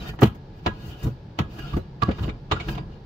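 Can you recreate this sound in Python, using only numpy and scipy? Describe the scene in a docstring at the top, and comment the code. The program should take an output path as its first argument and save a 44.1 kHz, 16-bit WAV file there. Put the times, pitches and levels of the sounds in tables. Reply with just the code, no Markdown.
"""A small workshop: a spokeshave makes five quick cuts and one faint slide along a wooden handle.
The blade tears fibres, rasping, hissing and squeaking along the grain. Each time the tool meets
the wood it clacks and sets tool and handle ringing; the bench that holds the work shudders with
the drag and booms when jolted. One fibre snaps, the iron clinks, and ventilation rumbles faintly."""
import sys
import numpy as np
from scipy import signal
from scipy.fft import rfft, irfft, next_fast_len
from scipy.io import wavfile

SR = 44100
rng = np.random.default_rng(int(sys.argv[2]) if len(sys.argv) > 2 else 0)


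def int16_out(signal):
    """Quantize to a 16-bit WAV file."""
    q = np.round(np.clip(np.atleast_2d(signal).T, -1, 1) * 32767)
    wavfile.write(sys.argv[1], SR, q.astype(np.int16))


N = 134505
TIME = np.arange(N) / SR
RING_DB = -7.5  # trim on the struck ringing of tool, handle and iron

# modes of the tool on the work: pitch_hz, struck_db, rubbed_db, t60_s
TOOL_MODES = [(746.4, -5.5, -2.5, 0.062), (1076, -15, -23, 0.071), (1310, -5.5, -9, 0.024),
              (1441, -13, -4, 0.07), (1653, -8, -5, 0.16), (1940, -16.5, -14, 0.17),
              (2459, -16, -11.5, 0.11), (2590, -17.5, -4.5, 0.04), (2862, -10.5, -2, 0.043),
              (3067, -12.5, -5.5, 0.029), (3660, -19, -6.5, 0.058), (4240, -15, -10, 0.04),
              (4774, -23, -6, 0.065)]
# stereo image, near mono in the bass and wide above: frequency_hz, left_right_correlation
STEREO_LIKENESS = [(60, 0.97), (130, 0.99), (250, 1), (480, 0.88), (950, 0), (3800, 0.17), (15000, 0)]


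def from_db(db):
    """Decibels to gain."""
    return 10 ** (np.asarray(db) / 20)


def unit_power(x):
    """Scale to an RMS of one."""
    return x / np.sqrt(np.mean(x ** 2) + 1e-20)


def at_hz(points, hz):
    """Read a curve on a log-frequency axis."""
    frequencies, values = np.transpose(points)
    return np.interp(np.log(hz + 1e-3), np.log(frequencies), values)


def noise(colour):
    """Coloured stereo noise, alike in both ears only in the bass."""
    size = next_fast_len(N)
    hz = np.arange(size // 2 + 1) * SR / size
    mid, side = rfft(rng.standard_normal((2, size)))
    alike = at_hz(STEREO_LIKENESS, hz)
    pair = np.sqrt(1 + alike) * mid + np.sqrt(1 - alike) * side * [[1], [-1]]
    spectrum = pair * from_db(at_hz(colour, hz)) * (hz > 20)
    return unit_power(irfft(spectrum, size)[:, :N])


def flutter(per_s, depth_db):
    """A gain that wanders at random."""
    knots = rng.standard_normal(N)
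    return from_db(depth_db * np.interp(TIME * per_s, np.arange(N), knots))


def wavering(hz, waver_hz):
    """A tone of unit power whose pitch wanders, differently left and right."""
    knots = rng.standard_normal((2, 1000))
    wander = np.array([np.interp(TIME * 150, np.arange(len(row)), row) for row in knots])
    return np.sqrt(2) * np.sin(2 * np.pi * np.cumsum(hz + waver_hz * wander, axis=1) / SR)


def ring(x, hz, t60):
    """One mode: a unit click starts a dying sine of height 1."""
    decay, step = from_db(-60 / (t60 * SR)), 2 * np.pi * hz / SR
    return signal.lfilter([0, np.sin(step)], [1, -2 * decay * np.cos(step), decay ** 2], x + 1e-18)


def driven(x, hz, t60):
    """A mode that passes on the power of a noisy drive."""
    return ring(x, hz, t60) * np.sqrt(4 * np.log(1000) / (t60 * SR))


def ventilation():
    """Moving air: a low rush with a faint hum and whine."""
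    # colour of the rush: frequency_hz, level_db
    air_colour = [(15, -29), (25, 3.5), (96, 1), (165, 2), (261, -10), (315, -6.5), (555, -13),
                  (671, -19.5), (855, -13), (1120, -25), (1680, -26.5), (2030, -31), (2200, -31),
                  (4670, -32.5), (8460, -55.5), (12700, -57), (15700, -59)]
    # hum and whine: pitch_hz, level_db
    vent_tones = [(135, -48.5), (1672, -73.5)]
    tones = sum(from_db(db) * wavering(hz, waver_hz=12.9)[0] for hz, db in vent_tones)
    return from_db(-42) * noise(air_colour) + tones


def fibres(per_s=5000, spread_db=3, cap_db=12):
    """Wood grit: tiny clicks of uneven size, different left and right."""
    sizes = from_db(np.minimum(rng.exponential(spread_db, (2, N)), cap_db))
    signs = rng.choice([-1, 1], (2, N))
    return unit_power(sizes * signs * (rng.random(N) < per_s / SR))


def cuts():
    """The blade tears fibres, which rasp, hiss and ring the tool; the bench shudders with the drag."""
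    # one envelope per slide along the wood: time_s, rasp_db, hiss_db, shudder_db
    slides = [
        [(0.0, -44.5, -58, -38.5), (0.058, -40, -53, -33), (0.082, -42.5, -47, -59), (0.092, -36.5, -43.5, -28),
         (0.112, -52, -60, -46), (0.156, -74, -64, -58), (0.18, -74, -87, -41)],
        [(0.48, -81, -103, -63), (0.526, -73, -85, -58), (0.54, -58, -81, -58), (0.572, -69, -70, -64),
         (0.592, -54, -65, -56), (0.616, -69, -79, -69), (0.645, -52, -67, -61)],
        [(0.74, -56, -71, -39), (0.89, -48, -49.5, -41), (0.958, -52.5, -63, -85), (1.004, -49.5, -56, -76),
         (1.03, -43.5, -56, -32.5), (1.068, -48, -50.5, -21.5), (1.18, -75, -86, -73)],
        [(1.46, -74, -96, -33.5), (1.512, -50.5, -62, -42), (1.588, -46.5, -54.5, -39.5),
         (1.684, -45.5, -58, -40.5), (1.772, -48.5, -57, -27.5), (1.79, -56, -56, -61), (1.86, -67, -99, -52)],
        [(2.06, -50, -65, -32), (2.09, -49, -83, -31), (2.162, -49.5, -69, -39), (2.232, -46.5, -53, -24),
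         (2.278, -48.5, -60, -29.5), (2.294, -66, -86, -33), (2.37, -65, -109, -41.5)],
        [(2.56, -48, -78, -45), (2.656, -46.5, -66, -39), (2.692, -40, -44.5, -22), (2.72, -44.5, -46.5, -31),
         (2.786, -52, -89, -28), (2.854, -73, -84, -38.5), (2.93, -56, -109, -40)],
    ]
    # colour of the rasp: frequency_hz, level_db
    rasp_colour = [(200, 15), (500, 6), (900, 5.5), (2100, -3), (3000, -7), (4800, -4), (7000, -14),
                   (9000, -53), (16000, -40)]
    # colour of the bench's shudder: frequency_hz, level_db
    shudder_colour = [(25, -25), (50, 15.5), (80, -9.5), (125, 4.5), (180, -8), (280, -9.5), (500, -23),
                      (1000, -18.5), (4000, -62.5)]
    fade_s = 0.072
    rasp_level, hiss_level, shudder_level = levels = np.zeros((3, N))
    for slide in slides:
        times, *curves_db = np.transpose(slide)
        outside_s = np.maximum(times[0] - TIME, TIME - times[-1])
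        fade = np.clip(1 - outside_s / fade_s, 0, 1)
        for level, db in zip(levels, curves_db):
            level += fade * from_db(np.interp(TIME, times, db))
    grit = fibres() * rasp_level
    rings = sum(from_db(db - 8) * driven(grit * flutter(per_s=40, depth_db=4), hz, t60)
                for hz, _, db, t60 in TOOL_MODES)
    rasp = rasp_level * (from_db(-2) * noise(rasp_colour) + rasp_climbs())
    hiss = from_db(-4) * hiss_level * (high_hiss() + splinters())
    shudder = from_db(-2) * shudder_level * noise(shudder_colour)
    return rings + (rasp + hiss) * flutter(per_s=39, depth_db=1.5) + shudder


def high_hiss():
    """The finest tearing noise, louder on the left."""
    # colour of the hiss: frequency_hz, level_db
    hiss_colour = [(2000, -26), (6000, 8), (7500, 4), (9500, -3.5), (11000, 1.5), (12500, 6), (15500, 5.5)]
    return noise(hiss_colour) * from_db([[2.5], [-2.5]])


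def splinters():
    """Sparse bright ticks of fibres parting at the edge."""
    ticks = fibres(per_s=210, spread_db=15, cap_db=45)
    highpass = signal.butter(2, 11300, "high", fs=SR, output="sos")
    return from_db(-11.5) * unit_power(signal.sosfilt(highpass, ticks + 1e-18))


def squeaks():
    """The blade catches: short stick-slip tones that swell and fade."""
    # catches of the blade: start_s, length_s, pitch_hz, level_db
    catches = [(0.0, 0.015, 3920, -45), (0.011, .022, 3700, -50), (0.051, 0.073, 1810, -44),
               (0.89, 0.096, 3040, -51), (1.636, 0.033, 1367, -42.5), (1.67, 0.037, 3700, -53),
               (1.782, 0.053, 4070, -61)]
    out = 0
    for start, length, hz, db in catches:
        swell = np.sin(np.pi * np.clip((TIME - start) / length, 0, 1))
        out += from_db(db) * swell * wavering(hz, waver_hz=34.9)
    return out


def thuds():
    """Soft pushes boom the bench: the longer the push, the duller the thud; the grip shifts its pitch."""
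    # jolts of the work against the bench: start_s, level_db, push_s, pitch_ratio
    jolts = [(0.109, -19, 0.0077, 0.56), (0.221, -3, 0.0017, 1.154), (0.2281, -1, 0.0012, 1),
             (0.665, -8.5, 0.0052, 0.826), (0.872, -9.5, 0.015, 0.84), (1.039, -15, 0.0028, 0.48),
             (1.054, -21, 0.0061, 1.06), (1.065, -8, 0.0048, 1.12), (1.395, -7, 0.0043, 1.13),
             (1.404, -10.5, 0.0075, 0.97), (1.736, -9.5, 0.0052, 0.66), (1.765, -10.5, 0.0026, .85),
             (2.024, -7.5, 0.0043, 1.065), (2.084, -7, 0.0017, 0.73), (2.206, -6.5, 0.0067, 0.95),
             (2.279, -15, 0.0019, 0.68), (2.517, -6, 0.0069, 0.856)]
    # modes of the bench: base_pitch_hz, level_db, t60_s
    bench_modes = [(67, -16.5, 0.21), (111.3, 0, 0.078), (134, 0, 0.038), (200, 1.5, 0.031),
                   (330.8, -3.5, 0.06), (410.7, -2, 0.039), (538, -14.5, 0.06), (705, -11, .045)]
    out, age = np.zeros((2, N + SR)), TIME[:SR // 2]
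    build_up = 1 - np.exp(-age / 0.0016)  # the bench takes a moment to get moving
    for start, level_db, push_s, ratio in jolts:
        push = np.sin(np.pi * np.minimum(age / push_s, 1)) ** 2
        first = int(start * SR)
        for k, (hz, mode_db, t60) in enumerate(bench_modes):
            gain = (-1) ** k * from_db(level_db + mode_db - 1)
            swing = gain * ring(push / push.sum(), hz * ratio, t60) * build_up
            speed = np.gradient(swing) * SR / (2 * np.pi * hz * ratio)
            # speed and swing lie a quarter cycle apart, which gives the stereo width
            alike = at_hz(STEREO_LIKENESS, hz)
            mid, side = np.sqrt((1 + alike) / 2) * speed, np.sqrt((1 - alike) / 2) * swing
            out[:, first:first + len(age)] += mid + side * [[1], [-1]]
    return out[:, :N]


def clacks():
    """Tool meets wood: a short gritty crunch that cracks and sets tool and handle ringing."""
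    # contacts, most ringing the handle at the pitch of the spot they touch; rows near 520 Hz are the hollow
    # tock as the blade runs off the end of the cut: start_s, level_db, # attack_s, length_s, treble_db,
    # hiss_db, handle_db, handle_pitch_hz, left_over_right_db
    contacts = [(0.134, -42.5, .002, 0.0054, -11, -12, 2.5, 1400, -1),
                (0.188, -36.5, .002, 0.0056, -3.5, -15, 3, 1750, -1),
                (0.208, -41.5, .0065, 0.0086, -1, 39.5, -1, 1300, 0),
                (0.218, -19.5, .0017, 0.0068, -10.5, -10, -6, 1393, -5.5),
                (0.228, -20.5, .0011, .007, 0, 21, -6.5, 2970, 2.5),
                (0.252, -36.5, .0026, 0.023, -1.5, 22.5, -2.5, 3280, -4),
                (0.345, -49.5, .003, 0.013, -7, 23.5, -11, 1700, 1),
                (0.6611, -19, .0012, 0.0052, -1, 6, 3.5, 1014, -1.5),
                (0.674, -37.5, .002, 0.0042, -6, -3, 12, 1930, 4),
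                (1.027, -46.5, .0046, .02, -2, 37.5, -7, 2800, 1),
                (1.064, -43.5, 0.006, 0.014, -4.5, 25, 11.5, 530, -6),
                (1.387, -22, 0.0021, 0.0065, 0, 11, 3, 1110, -2),
                (1.411, -37, .002, 0.008, -8, -8, -6, 1490, 1),
                (1.584, -40, 0.0059, 0.012, -1.5, 23, 3, 1644, -4),
                (1.728, -44, .008, 0.012, 0, 18, 12.5, 1178, -11),
                (1.767, -35, 0.001, 0.0083, -7, 18.5, 9, 530, -1),
                (2.0191, -26, 0.0032, 0.008, 0, 8, 13, 1156, -6),
                (2.07, -43, .002, 0.0054, -3, -11, 1, 1370, 5),
                (2.086, -27, .0036, 0.0072, -14, -24, 8.5, 517, 0),
                (2.11, -37.5, .002, 0.0086, 2, -9, 0.5, 2390, -2.5),
                (2.182, -39, .0015, 0.013, -3.5, -6, 4, 1450, -2.5),
                (2.227, -39, .004, 0.019, -1.5, 1, 0.5, 2870, -7),
                (2.278, -35.5, 0.0028, 0.0038, -7, -25, 5.5, 537, -1.5),
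                (2.288, -36, .002, 0.012, -2, -16, 1.5, 2354, 1.5),
                (2.512, -21.5, 0.003, 0.011, 1.5, -4, 8, 1173, -1.5),
                (2.559, -41, .003, 0.012, -7, -13, 14.5, 1400, -2),
                (2.598, -35.5, .0015, 0.012, 4, -8, 4.5, 2265, -2.5),
                (2.684, -35, .0015, 0.0059, 5.5, 7, 6, 1600, -1),
                (2.747, -41, .0028, 0.0085, 4, 19, -4, 2940, -1),
                (2.776, -35, .0012, 0.0079, -4, -8, -8, 2310, -4.5)]
    # colour of the woody knock: frequency_hz, level_db
    knock_colour = [(150, 3.5), (330, 10), (550, -1.5), (750, 7), (1150, 3), (1600, -5.5), (2200, -5.5),
                    (3500, -55.5), (16000, -77)]
    # colour of the bright crack: frequency_hz, level_db
    crack_colour = [(500, -46.5), (1500, -3), (2700, 12.5), (3700, 7), (5000, -3.5), (7300, -9.5),
                    (9000, -59), (16000, -72)]
    graze_s, decay_s, handle_t60_s = 0.0065, 0.007, 0.032  # the hands damp the handle
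    body, treble, top, handle = np.zeros((4, 2, N))
    grit, handle_grit = fibres(), fibres()
    for start, db, attack, length, treble_db, hiss_db, handle_db, handle_hz, pan_db in contacts:
        near = np.abs(TIME - start) < 0.1
        age = TIME[near] - start
        # the sole grazes the wood just before it lands
        graze = from_db(-20) * np.exp(np.minimum(age, 0) / graze_s)
        rise = np.clip(age / attack, 0, 1) + graze
        fall = np.exp(-np.maximum(age - length, 0) / decay_s)
        envelope = rise * fall * from_db([[db + pan_db / 2], [db - pan_db / 2]])
        body[:, near] += envelope
        treble[:, near] += from_db(treble_db) * envelope
        top[:, near] += from_db(hiss_db) * envelope
        handle_drive = handle_grit[:, near] * envelope
        handle[:, near] += from_db(handle_db) * driven(handle_drive, handle_hz, handle_t60_s)
    tool = sum(from_db(db) * driven(grit * (body if hz < 2000 else treble), hz, t60)
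               for hz, db, _, t60 in TOOL_MODES)
    knock = from_db(-1) * body * noise(knock_colour)
    crack = from_db(-8) * treble * noise(crack_colour)
    hiss = from_db(-36.5) * top * high_hiss()
    crunch = (knock + crack + hiss) * flutter(per_s=680, depth_db=2)
    return from_db(RING_DB) * (handle + tool) + crunch


def rasp_climbs():
    """The rasp's resonance climbs, slowly at first, as the blade nears the end of the handle."""
    # climbing stretches of the long cuts: start_s, end_s
    stretches = [(0.879, 0.96), (1.58, 1.76)]
    from_hz, to_hz, width_hz = 2850, 3600, 650
    lowpass = signal.butter(2, width_hz / 2, fs=SR, output="sos")
    wobble = unit_power(signal.sosfilt(lowpass, rng.standard_normal((2, N))))
    sweeps = 0
    for start, end in stretches:
        progress = np.clip((TIME - start) / (end - start), 0, 1)
        hz = from_hz + (to_hz - from_hz) * progress ** 2
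        swell = np.sqrt(np.abs(np.sin(np.pi * progress)))
        sweeps += swell * np.sin(2 * np.pi * np.cumsum(hz) / SR)
    return from_db(-6) * np.sqrt(2) * sweeps * wobble  # the wobble smears the tone into a noise band


def snap(at_s=2.0348):
    """A fibre snaps with one sharp, bright tick."""
    # modes of the tick: pitch_hz, level_db, t60_s
    tick_modes = [(4330, -27, 0.0056), (4600, -24, 0.0061)]
    click = np.zeros(N)
    click[int(at_s * SR)] = 1
    return sum(from_db(db) * ring(click, hz, t60) for hz, db, t60 in tick_modes)


def clinks(decay_s=0.005):
    """Jarred in its seat, the iron rattles and rings; its two close top modes beat roughly."""
    # jars to the iron: start_s, level_db
    jars = [(2.233, -33), (2.294, -42), (2.519, -21), (2.607, -37), (2.691, -51), (2.783, -42)]
    # modes of the iron: pitch_hz, level_db, t60_s
    iron_modes = [(3700, 5.5, 0.049), (7100, -14, 0.1), (7240, -14.5, 0.11)]
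    envelope = sum(from_db(db) * (TIME > start) * np.exp(-np.abs(TIME - start) / decay_s)
                   for start, db in jars)
    rattle = fibres() * envelope
    return from_db(RING_DB) * sum(from_db(db) * driven(rattle, hz, t60) for hz, db, t60 in iron_modes)


def workshop(sound, build_s=0.006):
    """The small room answers with a short diffuse tail."""
    # reverb bands: centre_hz, t60_s, level_db
    room_bands = [(123.4, 0.19, -13.5), (404, 0.12, -11.5), (1078, 0.19, -15), (2700, 0.2, -14.5),
                  (7400, 0.17, -11.5)]
    age, tail = TIME[:SR // 2], 0
    white = noise([(20, 0), (20000, 0)])[:, :len(age)]
    for hz, t60, db in room_bands:
        bandpass = signal.butter(2, [hz / 1.7, hz * 1.7], "band", fs=SR, output="sos")
        envelope = from_db(-60 * age / t60) * np.minimum(age / build_s, 1)
        band = signal.sosfilt(bandpass, white) * envelope
        tail += from_db(db) * unit_power(band) / np.sqrt(len(age))
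    return signal.fftconvolve(sound, tail, axes=1)[:, :N]


def scene():
    """Tool and bench in their room, over a bed of ventilation."""
    tool = cuts() + squeaks() + clacks() + snap() + clinks()
    bench = thuds()
    room = workshop(tool + from_db(-12.5) * bench)  # thuds travel mostly through the bench, not the room
    return ventilation() + tool + bench + room


def record(dry):
    """The microphone has a dip in the treble; peaks are clipped and the top is cut."""
    dip_hz, dip_width_hz, dip_db, cutoff_hz = 9500, 4300, -4, 15600
    notched = signal.lfilter(*signal.iirnotch(dip_hz, dip_hz / dip_width_hz, fs=SR), dry)
    dipped = notched + from_db(dip_db) * (dry - notched)
    lowpass = signal.ellip(10, 0.1, 80, cutoff_hz, fs=SR, output="sos")
    return signal.sosfilt(lowpass, np.clip(dipped, -1, 1))


dry = scene()
out = record(dry)
int16_out(out)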